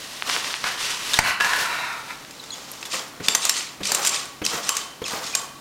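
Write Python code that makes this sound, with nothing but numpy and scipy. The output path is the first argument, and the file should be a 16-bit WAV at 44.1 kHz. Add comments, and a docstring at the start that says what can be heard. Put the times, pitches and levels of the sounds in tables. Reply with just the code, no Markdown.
"""A mini-trampoline creaks and thuds in a garage as someone bounces on it barefoot. Each landing thumps
the mat, and the steel spring hooks grind, crack and ring as they take the load.
Before the bouncing, a padded fabric cover is pulled off the rim: the cloth rustles and snaps taut, and
its hem knocks on the rim and drags over the coils, which shimmer.
The concrete echoes it all, over a soft hiss and a faint hum."""
import sys
import numpy as np
from scipy import signal
from scipy.fft import rfft, irfft, next_fast_len
from scipy.io import wavfile

SR = 44100
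rng = np.random.default_rng(int(sys.argv[2]) if len(sys.argv) > 2 else 0)


def log_audio(samples):
    """Write samples as a 16-bit WAV file to the path given in sys.argv[1]."""
    # one column per channel
    frames = np.atleast_2d(samples).T
    # limit to full scale, then quantise
    limited = np.clip(frames, -1, 1)
    pcm = np.round(limited * 32767).astype(np.int16)
    wavfile.write(sys.argv[1], SR, pcm)


N = 247204
TIME = np.arange(N) / SR

# Levels in the tables are relative: the functions add gains of their own.
# A fade is the time to fall to about a third; a ring time is the time to fall by 60 dB.

# Barefoot landings. Each row: when the toes touch and how much later the heels do, in seconds, thud in
# dB, heel press in seconds, then in dB the heel rub, the creak going down and the creak going up.
LANDINGS = [(3.199, 0.082, -23.5, 0.11, -34, -31, -26), (3.804, 0.11, -23.5, 0.17, -28, -27.5, -26),
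            (4.415, 0.115, -20.5, 0.083, -28.5, -30.5, -29), (5.016, 0.115, -21.5, 0.068, -28.5, -32, -31)]
# The feet leave the mat and the slack springs rattle. Each row: time in seconds, level in dB.
LIFTOFFS = [(2.935, -25.5), (3.57, -24.5), (4.145, -25), (4.77, -30.5), (5.375, -34.5)]
# The jumper first shifts weight. In order: start and length in seconds, hook creak and mat rub in dB.
WEIGHT_SHIFT = (2.15, 0.72, -41.5, -43)
# The first push out of the mat. In order: time in seconds, thud and mat rub in dB.
FIRST_PUSH = (2.937, -32, -29.5)
# The parts of a bounce. Each holds delay, rise time and length in seconds, then fall in dB per second.
STRETCH = (0.02, 0.025, 0.125, 140)   # hooks turn as the mat sinks
RECOIL = (0.2, 0.029, 0.06, 96)   # hooks turn back as it rises
BEARING = (0.005, 0.06, 0.39, 85)   # the mat carries the weight
PUSH_RUB = (-0.012, 0.015, 0.02, 100)   # the mat rubs at the first push

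# Hooks slip with a crack. Each row: start and fade in seconds, level in dB, pitch in Hz, drop away from
# that pitch in dB per octave, coil ring in dB.
HOOK_CRACKS = [(2.308, 0.005, -42, 5000, 3, -70), (2.438, 0.004, -40, 3640, 6, -68),
               (2.556, 0.003, -35, 3060, 10, -63), (2.7145, 0.0032, -27.5, 11500, 18, -73),
               (2.827, 0.0038, -28.5, 2630, 9, -70), (2.852, 0.015, -36.5, 3470, 2, -56),
               (3.2833, 0.002, -10.5, 3570, 5, -48), (3.3489, 0.0036, -13.5, 6120, 3, -38),
               (3.4513, 0.0025, -16.5, 6860, 3.5, -40), (3.4937, 0.0038, -11.5, 5500, 6, -57),
               (3.832, 0.005, -26.5, 3840, 14, -60), (3.853, 0.0033, -18.5, 4780, 14, -57),
               (3.87, 0.0052, -21.5, 5750, 14, -60), (3.918, 0.0034, -19, 6920, 1, -47),
               (3.9471, 0.0035, -16, 7300, 3.5, -55), (4.048, 0.0065, -21.5, 6050, 4, -53),
               (4.063, 0.0031, -21.5, 7030, 10, -46), (4.071, 0.0061, -17.5, 7360, 6, -63),
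               (4.0922, 0.0023, -18, 7260, 20, -39.5), (4.45, 0.005, -19.5, 5600, 13, -61),
               (4.4633, 0.002, -10.5, 4800, 15, -42), (4.691, 0.002, -14.5, 6000, 3.5, -31.5),
               (4.767, 0.0036, -21.5, 6400, 4, -55), (5.08, 0.003, -29.5, 4000, 2.5, -52),
               (5.3504, 0.0026, -15.5, 6700, 3.5, -40.5)]
# Dry hooks squeak. Each row: start and length in seconds, final pitch in Hz, level in dB, and the octave
# above in dB compared with that level.
HOOK_SQUEAKS = [(2.393, 0.015, 3850, -32, -16), (2.503, 0.0092, 3850, -23.5, -13),
                (2.512, 0.044, 3345, -32, 0), (4.438, 0.014, 3010, -27, -3), (5.039, 0.0076, 3050, -25, -7),
                (5.047, 0.023, 2540, -27, -2), (5.331, 0.02, 2420, -25, -19)]
# The noise bands that make up a knock or crack. Each row: low edge and high edge in Hz.
CONTACT_BANDS = [(700, 2200), (2200, 5500), (5500, 9000), (9000, 14500)]

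# Hands pull the cover. Each row: start, rise time and length in seconds, fall in dB per second, then
# rustle, crisp treble and padding rub in dB.
COVER_PULLS = [(-0.04, 0.03, 0.24, 90, -39, -45, -44), (0.235, 0.064, 0.12, 82, -27, -40, -31),
               (0.414, 0.042, 0.045, 40, -31, -45, -37), (0.624, 0.048, 0.043, 92, -29, -39, -32),
               (0.761, 0.047, 0.11, 51, -28.5, -39.5, -38.5), (0.883, 0.028, 0.024, 300, -25, -36, -38),
               (0.946, 0.2, 0.23, 353, -27.5, -34.5, -35), (1.215, 0.07, 0.072, 260, -27.5, -30.5, -33.5),
               (1.396, 0.017, 0.071, 26, -30, -36.5, -31), (1.49, 0.12, 0.14, 220, -28.5, -33, -36),
               (2.03, 0.07, 0.08, 110, -43, -54, -42)]
# The biggest folds snap taut. Each row: time in seconds, level in dB.
FOLD_SNAPS = [(0.2233, 0), (0.298, 0.5), (0.3642, 1), (0.4452, -5), (0.5066, -12), (0.541, -1), (0.665, -7),
              (2.2495, -17)]
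# The hem knocks on the rim. Each row: start and fade in seconds, level in dB, pitch in Hz, drop away
# from that pitch in dB per octave, rim ring in dB.
HEM_KNOCKS = [(0.64, 0.0032, -17, 1650, 10.5, -41), (1.1339, 0.0015, -19, 3720, 6, -57),
              (1.1395, 0.0039, -19.5, 3750, 5.5, -37), (1.1883, 0.0026, -6, 1900, 6.5, -42),
              (1.401, 0.004, -22.5, 1710, 8, -32.5), (1.4068, 0.0022, -10.5, 1734, 11, -29),
              (1.445, 0.0018, -17, 1770, 9, -44), (1.533, 0.0034, -18.5, 1540, 7.5, -33.5)]
# The hem drags over the coils. Each row: start and length in seconds, fall in dB per second, level in dB.
HEM_DRAGS = [(0.625, 0.06, 300, -24), (1.215, 0.095, 130, -21), (1.412, 0.12, 100, -23),
             (1.602, 0.27, 80, -26), (2.068, 0.04, 400, -31)]
# The tones of the dragged coils. Each row: pitch before bending and width in Hz, level in dB.
COIL_BANDS = [(664, 58, -12), (985, 93, -1), (1420, 140, 1), (1680, 58, -7.5), (1830, 100, -2.5),
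              (2410, 410, 0), (2790, 91, -6.5), (3890, 250, -6.5)]
# Those tones bend down as the hem slackens. In order: start and end in seconds, first and last pitch ratio.
SLACKEN = (1.4, 2.0, 1.07, 0.95)
# The frame jolts as the hem slips over it. In order: time in seconds, peak in dB, fade in seconds.
FRAME_JOLT = (1.190, -12, 0.00067)

# How each part rings. Each row: pitch and spread to either side in Hz, level in dB, ring time in seconds.
COIL_MODES = [(1116, 26, -3, 0.77), (1197, 29, -6, 0.44), (1050, 140, -4, .5), (3104, 61, -6, 0.74)]   # a whole coil
HOOK_MODES = [(7390, 33, 6, 0.17), (7650, 510, -21, .4), (8770, 270, -9, 0.51), (11700, 250, -14, .35),
              (3380, 710, -8.5, 0.18)]   # the hook ends
MAT_MODES = [(73, 11, -19, 0.31), (204.2, 3.4, 2.5, 0.64)]   # the stretched mat and frame
RIM_MODES = [(943, 6, -10, 1.0), (1010, 18, -8, 1.1), (1345, 15, -14, 1.6), (1420, 12, -8, 1.4),
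             (1669, 5, -1, .6), (1705, 22, 0, .4), (1790, 14, -3, 1.15), (1910, 12, -10, .9),
             (2718, 15, -14, .9)]   # the steel rim with the springs hanging on it

# The tone colour of each noise, from bass to treble. Each row: frequency in Hz, level in dB.
CREAK_COLOUR = [(710, -52), (1200, 3), (1590, -10), (1930, 1), (2300, -1.5), (2480, -0.5), (4500, 2),
                (5780, 1.5), (7410, 0), (8000, -8), (13900, -22), (16000, -32)]
MAT_RUB_COLOUR = [(60, -29), (130, -14), (220, -5), (450, 3), (800, 4.5), (1200, 5), (2000, -2),
                  (4000, -14)]
THUD_COLOUR = [(30, -24), (75, -2.5), (140, -1), (230, -2), (450, 1.5), (800, -11.5), (2200, -11),
               (8000, -32)]
CLOTH_COLOUR = [(530, -35), (900, -6), (1030, -3), (1720, -4), (1880, 0.5), (2230, -3.5), (2730, 1),
                (5750, -2.5), (10000, -13.5), (13000, -32), (22000, -120)]
CRISP_COLOUR = [(4000, -2), (8000, -3), (11000, -3), (15500, -11.5)]
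AIR_COLOUR = [(15, -45), (25, -6), (127, 0.5), (285, 6.5), (451, -0.5), (887, 0.5), (1160, -5), (1370, -9),
              (4250, -4.5), (7310, -9.5), (12200, -15), (14800, -17), (16000, -14)]

# How long the garage echoes. Each row: frequency in Hz, ring time in seconds.
GARAGE_RING = [(200, 0.62), (1400, 1), (4000, 0.41), (8000, 0.46), (15000, 0.27)]
# A low hum and a high whine. Each row: pitch in Hz, level in dB.
HUM_TONES = [(138, -61), (15149, -71)]

TOE_FADE_S, HEEL_FADE_S, HEEL_DB = 0.015, 0.02, -5   # the heel level is compared with the toes
HEEL_RISE_S, BEARING_DB = 0.042, -37.5
SHAKE_DB, SHAKE_FADE_S = -16, 0.005   # the lowest band of each knock or crack also shakes the mat
SQUEAK_SHARP, SQUEAK_SETTLE_S = 0.145, 0.00504   # a squeak starts too high by this share, then settles


def bouncing():
    """How strongly hooks creak and the mat rubs as the springs stretch, rest, recoil and go slack."""
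    start, length, creak_db, rub_db = WEIGHT_SHIFT
    sway = swell(start, attack=0.42, length=length, release=42)
    creak, rub = [from_db(creak_db) * sway], [from_db(rub_db) * sway]
    for start, heel_delay, _, press, heel_db, down_db, up_db in LANDINGS:
        creak.append(from_db(down_db) * stroke(start, STRETCH))
        creak.append(from_db(up_db) * stroke(start, RECOIL))
        rub.append(from_db(BEARING_DB) * stroke(start, BEARING))
        heel_press = swell(start + heel_delay - HEEL_RISE_S, HEEL_RISE_S, press, release=200)
        rub.append(from_db(heel_db) * heel_press)
    start, _, rub_db = FIRST_PUSH
    rub.append(from_db(rub_db) * stroke(start, PUSH_RUB))
    for moment, rattle_db in LIFTOFFS:
        creak.append(from_db(rattle_db) * swell(moment - 0.04, attack=0.04, length=0.048, release=145))
    return together(creak), together(rub)


def springs(load):
    """Hooks grind under load, let go with sharp cracks and leave the coils ringing."""
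    stick_slip = from_db(1.6 * drift(220))
    grind = stick_slip * coloured(friction(4000, spread_db=3, hiss=0.8), CREAK_COLOUR)
    # harder grinding is brighter and shakes more hooks
    effort = np.sqrt(load / load.max())
    bright = rms_one(band(friction(2700, spread_db=3.8, hiss=0.5), 7500, 9300))
    grind += from_db(-9.5) * effort * bright
    grind += from_db(-3) * effort * tinkle(per_s=260, width_hz=130)
    out = from_db(-2) * load * grind
    # each crack sets a coil and hook ringing, reusing one of six ready-made rings
    rings = [(ringing(COIL_MODES), ringing(HOOK_MODES)) for _ in range(6)]
    for k, (start, fade, db, hz, falloff_db, ring_db) in enumerate(HOOK_CRACKS):
        coil, hook = rings[k % len(rings)]
        band_db = contact_colour(db, hz, falloff_db)
        add(out, start, from_db(2.5) * contact(fade, hz, band_db, rise=0.00078, tone_db=0.5))
        add(out, start, from_db(ring_db + 2.5) * coil)
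        # the brighter the crack, the more the hook ends ring
        add(out, start, from_db(band_db[2] - 18.5) * hook)
    return out


def tinkle(per_s, width_hz):
    """Many hooks tick at random, each with a short ring at its own pitch."""
    taps = (rng.random(N) < per_s / SR) * rng.uniform(-0.79, 1, N)
    pitches = np.geomspace(2400, 8200, 16)
    which_hook = rng.integers(0, len(pitches), N)
    rings = (resonate(taps * (which_hook == k) + 1e-18, hz, width_hz) for k, hz in enumerate(pitches))
    return rms_one(sum(rings))


def ticks(load):
    """Loaded hooks make small slips at random, each at a pitch of its own."""
    out = np.zeros(N)
    for start, db in at_random(per_s=8.9, level=load):
        hz = rng.uniform(3000, 7000)
        band_db = contact_colour(db + 2, hz, falloff_db=11)
        add(out, start, contact(fade=0.0057, hz=hz, band_db=band_db, rise=0.00085, tone_db=-2))
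    return out


def squeaks():
    """A sticking hook sings briefly and unsteadily, settling in pitch."""
    out = np.zeros(N)
    waver = 0.02 * drift(700)
    flutter = from_db(4 * drift(700))
    for start, length, hz, db, octave_db in HOOK_SQUEAKS:
        t = TIME[:round(length * SR)]
        now = round(start * SR) + np.arange(len(t))
        pitch = hz * (1 + SQUEAK_SHARP * np.exp(-t / SQUEAK_SETTLE_S) + waver[now])
        phase = 2 * np.pi * np.cumsum(pitch) / SR
        shape = from_db(db) * np.sin(np.pi * t / length) ** 2 * flutter[now]
        add(out, start, shape * (np.sin(phase) + from_db(octave_db) * np.sin(2 * phase)))
    return out


def mat(rub):
    """The taut mat rubs as it stretches, and thuds and hums at each bump; the frame jolts once."""
    uneven = from_db(2.4 * drift(50))
    rubbing = coloured(friction(1500, spread_db=2.4, hiss=0.71), MAT_RUB_COLOUR)
    out = from_db(-3) * rub * uneven * rubbing
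    t = TIME[:8192]
    hums = [ringing(MAT_MODES) for _ in range(5)]
    for k, (start, db, fade) in enumerate(bumps()):
        thud = burst_shape(t, 0.0025, fade) * coloured(rng.standard_normal(len(t)), THUD_COLOUR)
        add(out, start, from_db(db - 5.5) * thud)
        add(out, start, from_db(db - 21) * hums[k % len(hums)])
    start, db, fade = FRAME_JOLT
    jolt = band(burst_shape(t, 0.00074, fade), 6.1, 1200)
    add(out, start, from_db(db) * jolt / np.abs(jolt).max())
    return out


def bumps():
    """Everything that bumps the mat. Each row: start in seconds, level in dB, fade in seconds."""
    push = [(*FIRST_PUSH[:2], HEEL_FADE_S)]
    toes = [(start, db, TOE_FADE_S) for start, _, db, *_ in LANDINGS]
    heels = [(start + delay, db + HEEL_DB, HEEL_FADE_S) for start, delay, db, *_ in LANDINGS]
    shakes = [(start, contact_colour(db, hz, falloff_db)[0] + SHAKE_DB, SHAKE_FADE_S)
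              for start, _, db, hz, falloff_db, _ in [*HEM_KNOCKS, *HOOK_CRACKS]]
    return push + toes + heels + shakes


def pulling():
    """How strong the rustle, crisp treble and padding rub are as hands pull the cover."""
    rustle, crisp, padding = [], [], []
    for start, attack, length, release, rustle_db, crisp_db, padding_db in COVER_PULLS:
        pull = swell(start, attack, length, release)
        rustle.append(from_db(rustle_db) * pull)
        crisp.append(from_db(crisp_db) * pull)
        padding.append(from_db(padding_db) * pull)
    return together(rustle), together(crisp), together(padding)


def cover(rustle, crisp):
    """Cloth rustles in uneven tugs, while big folds and small random creases snap taut."""
    tugs = from_db(1.2 * drift(140))
    out = from_db(1) * rustle * tugs * coloured(friction(5000, spread_db=2.2, hiss=1), CLOTH_COLOUR)
    out += crisp * tugs * coloured(friction(6000, spread_db=3, hiss=0.84), CRISP_COLOUR)
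    creases = at_random(per_s=8, level=from_db(11.5) * rustle)
    for start, db in [*FOLD_SNAPS, *creases]:
        hz = 2210 * 2 ** rng.uniform(-.3, .3)
        snap = band(signal.unit_impulse(512), hz * 0.47, hz * 1.87)
        snap = signal.sosfilt(signal.butter(2, hz * 1.8, fs=SR, output="sos"), snap)
        add(out, start, from_db(db - 6.5) * snap / np.abs(snap).max())
    return out


def hem():
    """The elastic hem knocks on the rim, sets it ringing and scrapes across the coils."""
    out = np.zeros(N)
    for start, fade, db, hz, falloff_db, ring_db in HEM_KNOCKS:
        band_db = contact_colour(db, hz, falloff_db)
        add(out, start, from_db(3) * contact(fade, hz, band_db, rise=0.001, tone_db=3))
        add(out, start, from_db(ring_db + 1.5) * ringing(RIM_MODES))
    scrape, coils = friction(2500, spread_db=1.6, hiss=0.8), 0
    for k, (hz, width, db) in enumerate(COIL_BANDS):
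        # each tone comes and goes at random as the hem passes over the coils
        tone = rms_one(resonate(scrape, hz, width))
        coils = coils + (-1) ** k * from_db(db + 2 * drift(8.72)) * tone
    speed = np.interp(TIME, SLACKEN[:2], SLACKEN[2:])
    coils = np.interp(np.cumsum(speed), np.arange(N), coils)   # slower means lower
    drag = together(from_db(db) * swell(start, attack=0.04, length=length, release=release)
                    for start, length, release, db in HEM_DRAGS)
    return out + from_db(-2.5) * drag * rms_one(coils)


def contact(fade, hz, band_db, rise, tone_db):
    """Two surfaces chatter for a few milliseconds, around the pitch of the struck part."""
    t = np.arange(2048) / SR
    shape, chatter = burst_shape(t, rise, fade), 0
    for (low, high), gain in zip(CONTACT_BANDS, from_db(band_db)):
        chatter = chatter + gain * rms_one(band(rng.standard_normal(len(t)) * shape, low, high))
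    wobble = np.cumsum(rng.standard_normal(len(t))) * .12
    tone = from_db(max(band_db) + tone_db) * np.sin(2 * np.pi * hz * t + wobble) * shape
    return chatter * np.sqrt(np.mean(shape ** 2)) + tone


def contact_colour(db, hz, falloff_db):
    """The level of each contact band in dB: weaker the farther it lies from the struck part's pitch."""
    centres = np.sqrt(np.prod(CONTACT_BANDS, axis=1))
    octaves = np.abs(np.log2(centres / hz))
    return db - falloff_db * octaves + np.array([0, 0, 0, -5.5])   # the top band is duller


def ringing(modes):
    """A struck part rings in clusters of close pitches that beat as they die, each at a chance level."""
    t, out = TIME[:36000], 0
    for hz, spread, db, ring_time in modes:
        noise = rng.standard_normal(len(t) + 8192)   # extra samples let the filter settle
        cluster = band(noise, max(hz - spread, 20), hz + spread)[-len(t):]
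        chance_db = rng.normal(0, 1.8)
        out = out + from_db(db + chance_db - 60 * t / ring_time) * rms_one(cluster)
    return out


def friction(per_s, spread_db, hiss):
    """Rubbing: many tiny random slips of uneven size each second, over a smooth hiss."""
    sizes = from_db(spread_db * np.minimum(rng.exponential(1, N), 3)) * rng.choice([-1, 1], N)
    slips = sizes * (rng.random(N) < per_s / SR)
    return rms_one(slips) + hiss * rng.standard_normal(N)


def garage(x):
    """Echoes off concrete blur into a tail whose treble dies first."""
    t, tail = TIME[:32768], 0
    edges = np.geomspace(60, 19000, 12)
    for low, high in zip(edges, edges[1:]):
        ring_time = at_hz(GARAGE_RING, np.sqrt(low * high))
        tail = tail + band(rng.standard_normal(len(t)), low, high) * from_db(-60 * t / ring_time)
    tail = tail * (1 - np.exp(-(t / 0.0014) ** 2))
    return signal.fftconvolve(x, tail / np.linalg.norm(tail))[:N]


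def background():
    """Quiet air hisses under a hum and a whine whose levels wander."""
    air = from_db(-45.5) * coloured(rng.standard_normal(N), AIR_COLOUR)
    hum = sum(from_db(db) * np.sqrt(2) * np.sin(2 * np.pi * hz * TIME) * from_db(3.3 * drift(2.49))
              for hz, db in HUM_TONES)
    return air + hum


def swell(start, attack, length, release):
    """Rise for `attack` seconds, hold until `length` is up, then fall by `release` dB per second."""
    t = TIME - start
    return np.clip(t / attack, 0, 1) * from_db(-release * np.clip(t - length, 0, 2))


def stroke(start, part):
    """The swell of one part of a bounce, counted from a given moment."""
    delay, attack, length, release = part
    return swell(start + delay, attack, length, release)


def burst_shape(t, rise, fade):
    """A quick rise to a peak of one, then a smooth fade."""
    shape = (1 - np.exp(-(t / rise) ** 2)) * np.exp(-t / fade)
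    return shape / shape.max()


def drift(per_s):
    """A wandering curve that glides to a new random value `per_s` times a second."""
    knots = rng.standard_normal(4096)
    return np.interp(TIME * per_s, np.arange(len(knots)), knots)


def at_random(per_s, level):
    """Random moments while a level is up. Each row: time in seconds, that level in dB."""
    moments = np.flatnonzero((rng.random(N) < per_s / SR) & (level > level.max() / 10))
    return zip(moments / SR, 20 * np.log10(level[moments]))


def coloured(x, colour):
    """Give a noise a tone colour and an average level of one."""
    size = next_fast_len(len(x))
    hz = np.arange(size // 2 + 1) * SR / size
    spectrum = rfft(x, size) * from_db(at_hz(colour, hz))
    return rms_one(irfft(spectrum, size)[:len(x)])


def band(x, low, high):
    """Keep the frequencies between `low` and `high` Hz."""
    return signal.sosfilt(signal.butter(2, [low, high], "band", fs=SR, output="sos"), x)


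def resonate(x, hz, width_hz):
    """Make a sound ring at one pitch; narrower rings longer."""
    return signal.lfilter(*signal.iirpeak(hz, hz / width_hz, SR), x)


def at_hz(points, hz):
    """Read between a table's rows, with octaves evenly spaced."""
    frequencies, values = np.transpose(points)
    return np.interp(np.log(np.maximum(hz, 1)), np.log(frequencies), values)


def add(out, start, sound):
    """Mix a sound in at a time in seconds."""
    first = max(round(start * SR), 0)
    out[first:first + len(sound)] += sound[:N - first]


def together(levels):
    """Combine the levels of unrelated sounds: their squares add up."""
    return np.sqrt(sum(level ** 2 for level in levels))


def from_db(db):
    """Turn decibels into a multiplier."""
    return 10 ** (np.asarray(db) / 20)


def rms_one(x):
    """Scale to an average (root mean square) level of one."""
    return x / np.sqrt(np.mean(x ** 2) + 1e-20)


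def scene():
    """The trampoline's cover, mat and springs echo in the garage, over its quiet background."""
    load, rub = bouncing()
    rustle, crisp, padding = pulling()
    soft = cover(rustle, crisp) + hem() + mat(together([padding, rub]))
    steel = springs(load) + ticks(load) + squeaks()
    echoes = garage(from_db(-12) * soft + from_db(-11) * steel)
    return (soft + steel + echoes + background())[None]


def record(dry):
    """The microphone softens the highest treble, rounds the loudest peaks and cuts off at 16000 Hz."""
    ceiling = .72
    heard = signal.sosfilt(signal.butter(6, 15500, fs=SR, output="sos"), dry)
    rounded = heard / (1 + (heard / ceiling) ** 4) ** (1 / 4)
    return signal.sosfilt(signal.ellip(12, .1, 90, 16000, fs=SR, output="sos"), rounded)


dry = scene()
out = record(dry)
log_audio(out)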